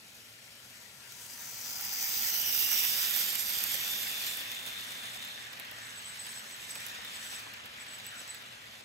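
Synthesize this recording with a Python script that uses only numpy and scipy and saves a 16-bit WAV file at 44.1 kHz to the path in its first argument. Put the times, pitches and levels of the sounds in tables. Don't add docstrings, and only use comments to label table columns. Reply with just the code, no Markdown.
import sys
import numpy as np
from scipy import signal
from scipy.fft import rfft, irfft, next_fast_len
from scipy.io import wavfile
from scipy.ndimage import uniform_filter1d, map_coordinates

SR = 44100
rng = np.random.default_rng(int(sys.argv[2]) if len(sys.argv) > 2 else 0)


def output_pcm(signal):
    pcm = np.clip(np.atleast_2d(signal).T, -1, 1) * 32767
    wavfile.write(sys.argv[1], SR, np.round(pcm).astype(np.int16))


def field_ratio(decibels):
    return 10 ** (np.asarray(decibels, dtype=float) / 20)


N = 389844

# t/s, rolling level/dB, clear view of the wheels/dB
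ROLLING_LEVEL = [(0.0, -59, -1.5), (0.9, -57.5, -1), (1.26, -54.5, 3.5), (1.6, -51.5, 6.5),
                 (1.99, -47, 6.5), (2.5, -41.5, 4), (2.78, -39, 3), (3.03, -39, 2), (3.4, -42.5, 1.5),
                 (3.85, -40.5, -1), (4.3, -42, -3.5), (4.6, -45, -7.5), (5.02, -45.5, -6),
                 (5.45, -48.5, -9), (6.5, -49.5, -6.5), (7.1, -46.5, -7.5), (7.6, -50, -8.5),
                 (8.2, -49.5, -9.5), (8.84, -55, -6)]
# t/s, body left-right level/dB, fizz left-right level/dB
PORT_PAN = [(0.0, 3.5, -13), (1.55, 7, -8), (1.99, 4, -15), (2.35, 4, -22), (2.73, -0.5, -25.5),
            (3.67, -0.5, -20), (4.05, 0, -15.5), (5.6, -.5, -17), (8.84, -0.1, -19)]
# t/s, nearness/0-1, left port delay/ms
TRAIN_PLACE = [
    (0, 0.34, -0.13),
    (1, 0.25, -0.14),
    (1.8, 0.29, 0.12),
    (2.5, 0.86, 0.45),
    (4, 0.86, 0.5),
    (4.8, 0.62, 0.446),
    (5.5, 0.31, 0.45),
    (8.84, 0.17, 0.44),
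]
# low f/Hz, high f/Hz
LEVEL_BANDS = [
    (60, 700),
    (1000, 4400),
    (4400, 7600),
    (9500, 15700),
]
# f/Hz, density level/dB per Hz
NEAR_COLOUR = [(45, -27), (109, -16.5), (426, -19.5), (740, -17), (1250, -17), (2480, -6), (4300, -7.5),
               (5900, -1), (6900, -5), (9000, -6), (10500, -14.5), (13000, -7.5), (15500, -13)]
# f/Hz, density level/dB per Hz
FAR_COLOUR = [(45, -18), (106, -6.5), (160, -14.5), (233, -5.5), (303, -16.5), (554, -11), (1010, -11.5),
              (1810, -4), (3220, -8), (4650, -8.5), (10200, -6.5), (13300, -8), (15700, -16.5)]
# f/Hz, width/Hz, level/dB, loudest t/s, duration/s
CAR_MODES = [(232, 54, 5, 2.6, 6), (960, 51, 13, 1.57, 0.87), (810, 110, 8.5, 2, 0.51),
             (105, 40, 4.5, 4, 9), (1380, 50, 8, 0.54, 3.2), (1795, 500, 3, 5.5, 2.9),
             (3020, 220, 9, 2.4, 0.13), (2840, 270, 8.5, 2.62, 0.2), (3580, 340, 6, 3.05, 0.5),
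             (3550, 310, 10.5, 4.43, 0.86), (3650, 250, 6, 8.4, 0.06), (3620, 250, 8, 5.3, 0.14),
             (3610, 300, 4.5, 7.17, 0.29), (3570, 270, 7, 7.1, 0.064), (3600, 250, -3, 7.1, 0.067),
             (4990, 320, 7, 2.45, 0.73), (4760, 320, 5, 3.7, 0.8), (5620, 600, 8.5, 2.62, 0.42),
             (6090, 380, 6.5, 2.1, 1.0), (7230, 290, 5.5, 3.7, 1), (8700, 560, 6.5, 3.43, 0.37),
             (11500, 980, 7.5, 3.67, 0.67), (12900, 1900, 7, 3.6, 0.55)]
# f/Hz, left-right level/dB
PORT_COLOUR = [(60, 2.5), (400, -1), (1000, -1.5), (1800, 3.5), (2700, -1.5), (5000, 5), (7200, 0.5),
               (8500, 2), (10000, 5.5), (11800, -5), (13200, 1), (15500, 1)]
# f/Hz, left-right likeness/0-1
PORT_LIKENESS = [(60, 0.95), (250, 0.92), (600, 0.65), (1500, 0.24), (4000, 0.17), (6400, 0.86),
                 (8000, 0.96), (9500, 0.35), (13000, 0.18)]
# t/s, edge f/Hz, lift level/dB
SIDE_SHELF = [
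    (1, 13500, -1),
    (1.6, 13500, 13.5),
    (2.2, 12800, 15),
    (2.7, 11500, 10.5),
    (3.3, 11200, 6),
    (4.3, 11100, 4),
    (4.9, 11000, 0),
]
# t/s, peak level/dB
NEAR_JOINTS = [(1.1219, -35), (1.493, -38), (1.8094, -24.5), (1.8911, -31), (2.1371, -32), (2.2423, -25),
               (2.2952, -24), (2.4359, -32), (2.4898, -27), (2.5761, -21), (2.626, -22), (2.687, -23),
               (2.849, -21), (3.0405, -21), (3.1099, -20), (3.1614, -15.5), (3.2121, -24), (3.285, -26),
               (3.353, -19), (3.494, -24), (3.6057, -25), (3.6385, -16.5), (3.7413, -20), (3.8776, -24),
               (4.2653, -22.5), (4.3705, -25), (4.4079, -30), (4.5162, -29)]
# t/s, peak level/dB
CURVE_JOINTS = [(4.6616, -29), (4.7865, -37), (4.8454, -35), (4.9506, -36), (5.248, -35), (5.5293, -37),
                (5.597, -29), (5.6486, -40), (5.712, -35), (6.0197, -42), (6.2652, -39), (6.327, -40),
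                (6.3929, -36), (6.508, -36), (6.6927, -39), (6.754, -39), (6.8039, -35), (6.8647, -28),
                (7.0484, -34), (7.1596, -38), (7.2634, -38), (7.3267, -41), (7.5353, -41), (7.6585, -37),
                (7.9339, -40), (7.9857, -42), (8.0656, -34), (8.2766, -39), (8.3454, -36), (8.4213, -44)]
# f/Hz, level/dB
KNOCK_COLOUR = [(800, -19.5), (1500, -6.5), (3000, -4), (5000, -8), (7000, -30), (10000, -80)]
# t/s, peak level/dB, length/s
SQUEAL_BURSTS = [(5.492, -52, .03), (5.718, -52, .08), (5.81, -47.5, .11), (5.941, -46, .07),
                 (6.04, -41.5, .1), (6.18, -41.5, 0.11), (6.275, -41.5, 0.09), (6.35, -43, .07),
                 (6.48, -43.5, 0.081), (6.602, -46.5, .075), (6.704, -42, 0.027), (6.745, -40, 0.053),
                 (6.806, -47, .05), (7.14, -47, .035), (7.19, -46, .04), (7.235, -41, 0.05),
                 (7.295, -45.5, .04), (7.342, -40.5, .037), (7.803, -47.5, .036), (7.877, -44.5, .095),
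                 (8.046, -43, .06), (8.15, -43.5, 0.069), (8.204, -55, .032), (8.263, -49, .03),
                 (8.287, -38, 0.052), (8.33, -51, .04)]
# t/s, peak level/dB, pitch f/Hz
BODY_BUMPS = [(2.62, -56, 885), (2.723, -48, 915), (2.834, -51, 713), (3.163, -49, 718), (3.321, -49, 755),
              (3.503, -58, 435), (3.643, -47, 960), (3.741, -46, 560), (3.878, -56, 980), (4.047, -54, 740),
              (4.142, -63, 680), (4.662, -56, 558), (5.039, -52, 927), (5.154, -49, 827), (5.517, -59, 850),
              (5.596, -51, 717), (5.714, -51, 547), (6.454, -58, 549), (6.755, -50.5, 665),
              (6.985, -50.5, 907), (7.149, -55, 939), (7.32, -52, 880), (7.461, -48.5, 890),
              (7.64, -54, 584), (8.206, -54, 673), (8.804, -55, 720)]
# f/Hz, rms level/dB
HUM_TONES = [
    (118.4, -68.5),
]

RUMBLE_DB, RUMBLE_PER_ROLL_DB, RUMBLE_PER_VIEW_DB = -61, 0.41, 0.055
FIZZ_DB, FIZZ_PER_VIEW_DB, FIZZ_NEAR_DB = -6, 1.31, 10
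RUB_DB, RUB_S = 2.5, 0.11
TICK_DB, KNOCK_DB = -1, 7
AXLE_GAP_S, AXLE_SCATTER = 0.062, 0.4
SMALL_TICK_DB, SMALL_SPREAD_DB = 12, 2.5
MASKED_DB = 7.5
TAIL_DB, TAIL_S = -19, 0.01
SQUEAL_HZ, SQUEAL_HZ_PER_DB, SAG_HZ_PER_S = 8030, 3.5, 28


def unit(x):
    return x / np.sqrt(np.mean(x ** 2) + 1e-20)


def along(points, hz):
    f, v = np.transpose(points)
    return np.interp(np.log(hz + 1), np.log(f + 1), v)


def curves(rows, t_s):
    knots_s, *columns = np.transpose(rows)
    return [np.interp(t_s, knots_s, column) for column in columns]


def wobble(rate_hz):
    knots = rng.standard_normal(int(N * rate_hz / SR) + 4)
    return map_coordinates(knots, [np.arange(N) * rate_hz / SR])


def filtered(x, response):
    size = next_fast_len(N + 8192)
    hz = np.fft.rfftfreq(size, 1 / SR)
    return irfft(rfft(x, size) * response(hz), size)[..., :N]


def across(values, knots_hz, hz):
    total = 0
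    for pick, value in zip(np.eye(len(values)), values):
        total = total + along(list(zip(knots_hz, pick)), hz)[:, None] * value
    return total


def levels(t_s):
    roll_db, view_db = curves(ROLLING_LEVEL, t_s)
    rub = 0
    for start_s, db, length_s in SQUEAL_BURSTS:
        rub = rub + field_ratio(db + 38) * np.exp(-((t_s - start_s - length_s / 2) / RUB_S) ** 2)
    view_db = view_db + RUB_DB * rub
    near = curves(TRAIN_PLACE, t_s)[0]
    rumble_db = RUMBLE_DB + RUMBLE_PER_ROLL_DB * (roll_db + 49) + RUMBLE_PER_VIEW_DB * view_db
    fizz_db = roll_db + FIZZ_DB + FIZZ_PER_VIEW_DB * view_db + FIZZ_NEAR_DB * near
    return rumble_db, roll_db, roll_db + view_db, fizz_db


def rolling_colour_db(hz, t_s, near):
    colour_db = np.outer(along(NEAR_COLOUR, hz), near) + np.outer(along(FAR_COLOUR, hz), 1 - near)
    for mode_hz, width_hz, db, peak_s, lasts_s in CAR_MODES:
        resonance = np.exp(-(2 * (hz - mode_hz) / width_hz) ** 2)
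        facing = np.exp(-((t_s - peak_s) / lasts_s) ** 4)
        colour_db += db * np.outer(resonance, facing)
    edge_hz, shelf_db = curves(SIDE_SHELF, t_s)
    colour_db += shelf_db / (1 + np.exp((edge_hz - hz[:, None]) / 200))
    patches = uniform_filter1d(rng.standard_normal(colour_db.shape), 9, 0)
    patches = uniform_filter1d(patches, 6, 1)
    return colour_db + 1.6 * unit(patches) * (hz > 1200)[:, None]


def rolling():
    grit = unit(field_ratio(1.25 * wobble(9) + 1.26 * wobble(40) + 1.7 * wobble(500)))
    noise = rng.standard_normal((2, 3, N))
    hz, t_s, smooth = signal.stft(noise[0], SR, nperseg=1024)
    gritty = signal.stft(noise[1] * grit, SR, nperseg=1024)[2]
    grit_points = [(200, 0), (700, 0.23), (1500, 0.1), (5000, 0.53), (12000, 0.74)]
    share = np.clip(along(grit_points, hz), 0, 1)[:, None]
    shared, left, right = np.sqrt(1 - share) * smooth + np.sqrt(share) * gritty

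    near, lag_ms = curves(TRAIN_PLACE, t_s)
    colour_db = rolling_colour_db(hz, t_s, near)
    lift_db = []
    for (low_hz, high_hz), db in zip(LEVEL_BANDS, levels(t_s)):
        inside = (hz > low_hz) & (hz < high_hz)
        power = field_ratio(2 * colour_db[inside]).sum(0) / len(hz)
        lift_db.append(db - 10 * np.log10(uniform_filter1d(power, 30)))
    lift_knots_hz = [60, 600, 1100, 4000, 4800, 7000, 9000, 15700]
    gain = field_ratio(colour_db + across(np.repeat(lift_db, 2, 0), lift_knots_hz, hz))

    body_pan_db, fizz_pan_db = curves(PORT_PAN, t_s)
    pans_db = [0 * t_s, body_pan_db, body_pan_db, fizz_pan_db]
    pan_db = along(PORT_COLOUR, hz)[:, None] + across(pans_db, [400, 1000, 7000, 9500], hz)
    alike = np.clip(along(PORT_LIKENESS, hz), 0, 1)[:, None]
    lag_share = along([(250, 0.3), (700, 1), (4600, 1), (5600, 0)], hz)
    phase = 2 * np.pi * np.outer(hz * lag_share, lag_ms / 1000)
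    common, own = np.sqrt(alike) * shared, np.sqrt(1 - alike)
    left = field_ratio(pan_db / 2) * (common * np.exp(-1j * phase) + own * left)
    right = field_ratio(-pan_db / 2) * (common + own * right)
    centre = np.sqrt(field_ratio(pan_db) + field_ratio(-pan_db) + 2 * alike * np.cos(phase)) / 2
    return signal.istft(gain / centre * np.array([left, right]), SR, nperseg=1024)[1][:, :N]


def wheels():
    chance = rng.standard_normal((150, 3))
    small_s = (np.arange(150) + AXLE_SCATTER * chance[:, 0] + 2) * AXLE_GAP_S
    small_near = curves(TRAIN_PLACE, small_s)[0]
    small_db = levels(small_s)[3] + SMALL_TICK_DB - MASKED_DB * small_near + SMALL_SPREAD_DB * chance[:, 1]
    clear_s, clear_db = np.transpose(list(NEAR_JOINTS) + list(CURVE_JOINTS))
    clear_db = clear_db + TICK_DB - 0.3 * MASKED_DB * curves(TRAIN_PLACE, clear_s)[0]
    hit_s = np.append(clear_s, small_s)
    tick_db = np.append(clear_db, small_db)
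    knock_db = levels(hit_s)[1] + KNOCK_DB + np.append(0 * clear_s, 2 * chance[:, 2] - 3)
    return [row for row in zip(hit_s, tick_db, knock_db) if row[0] < N / SR]


def joints():
    t_s = np.arange(SR // 25) / SR
    tick_shape = np.minimum(t_s / 0.0006, 1) * (np.exp(-t_s / 0.0017) + field_ratio(TAIL_DB) * np.exp(-t_s / TAIL_S))
    knock_shape = t_s / 0.0033 * np.exp(1 - t_s / 0.0029)
    tick, knock = np.zeros((2, N + len(t_s)))
    for hit_s, tick_db, knock_db in wheels():
        at = round(hit_s * SR)
        tick[at:][:len(t_s)] += field_ratio(tick_db + 5) * tick_shape
        knock[at:][:len(t_s)] += field_ratio(knock_db) * knock_shape
    steel_points = [(4000, -25), (6000, -4), (10000, -3.5), (13000, 5.5), (15500, 0.5)]
    steel = unit(filtered(rng.standard_normal((2, N)), lambda hz: field_ratio(along(steel_points, hz))))
    track = unit(filtered(rng.standard_normal((2, N)), lambda hz: field_ratio(along(KNOCK_COLOUR, hz))))
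    return field_ratio([[-22], [-1]]) * steel * tick[:N] + field_ratio(-4) * track * knock[:N]


def bumps():
    out = np.zeros((2, N + SR))
    t_s = np.arange(SR // 8) / SR
    swell = t_s / 0.005 * np.exp(1 - t_s / 0.0069)
    for start_s, db, pitch_hz in BODY_BUMPS:
        jitter_hz = 2200 * uniform_filter1d(rng.standard_normal((2, len(t_s))), 60, 1)
        turns = np.cumsum(pitch_hz + jitter_hz, 1) / SR
        out[:, round(start_s * SR):][:, :len(t_s)] += field_ratio(db - 1) * swell * np.sin(2 * np.pi * turns)
    return out[:, :N]


def squeal():
    out = np.zeros(N + SR)
    flutter = field_ratio(3.5 * wobble(120) + 2.5 * wobble(40))
    drift_hz = 45 * wobble(140)
    for start_s, db, length_s in SQUEAL_BURSTS:
        mode_hz = SQUEAL_HZ + SQUEAL_HZ_PER_DB * (db + 44) - SAG_HZ_PER_S * (start_s - 6)
        at = slice(round((start_s - 0.01) * SR), round((start_s + length_s + 0.0073) * SR))
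        size = at.stop - at.start
        swell = np.hanning(size) ** 0.4 * np.linspace(1.15, 0.7, size)
        tone = np.sin(2 * np.pi * np.cumsum(mode_hz + drift_hz[at]) / SR)
        out[at] += field_ratio(db - 4) * swell * flutter[at] * tone
    return out[:N] * field_ratio([[-0.5], [0.5]])


def hum():
    out = np.zeros(N)
    for tone_hz, db in HUM_TONES:
        level = field_ratio(db + 2.4 * wobble(13))
        out += level * np.sin(2 * np.pi * np.cumsum(tone_hz + 9 * wobble(22)) / SR)
    return out


def scene():
    return rolling() + joints() + bumps() + squeal() + hum()


def top_cut(x):
    return signal.sosfilt(signal.butter(12, 16050, fs=SR, output="sos"), x)


def record(dry):
    band_points = [(25, -17), (42, -9), (52, -0.5), (15750, 0), (15950, -48)]
    mix = filtered(dry, lambda hz: field_ratio(along(band_points, hz)))
    return top_cut(mix)


dry = scene()
out = record(dry)
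output_pcm(out)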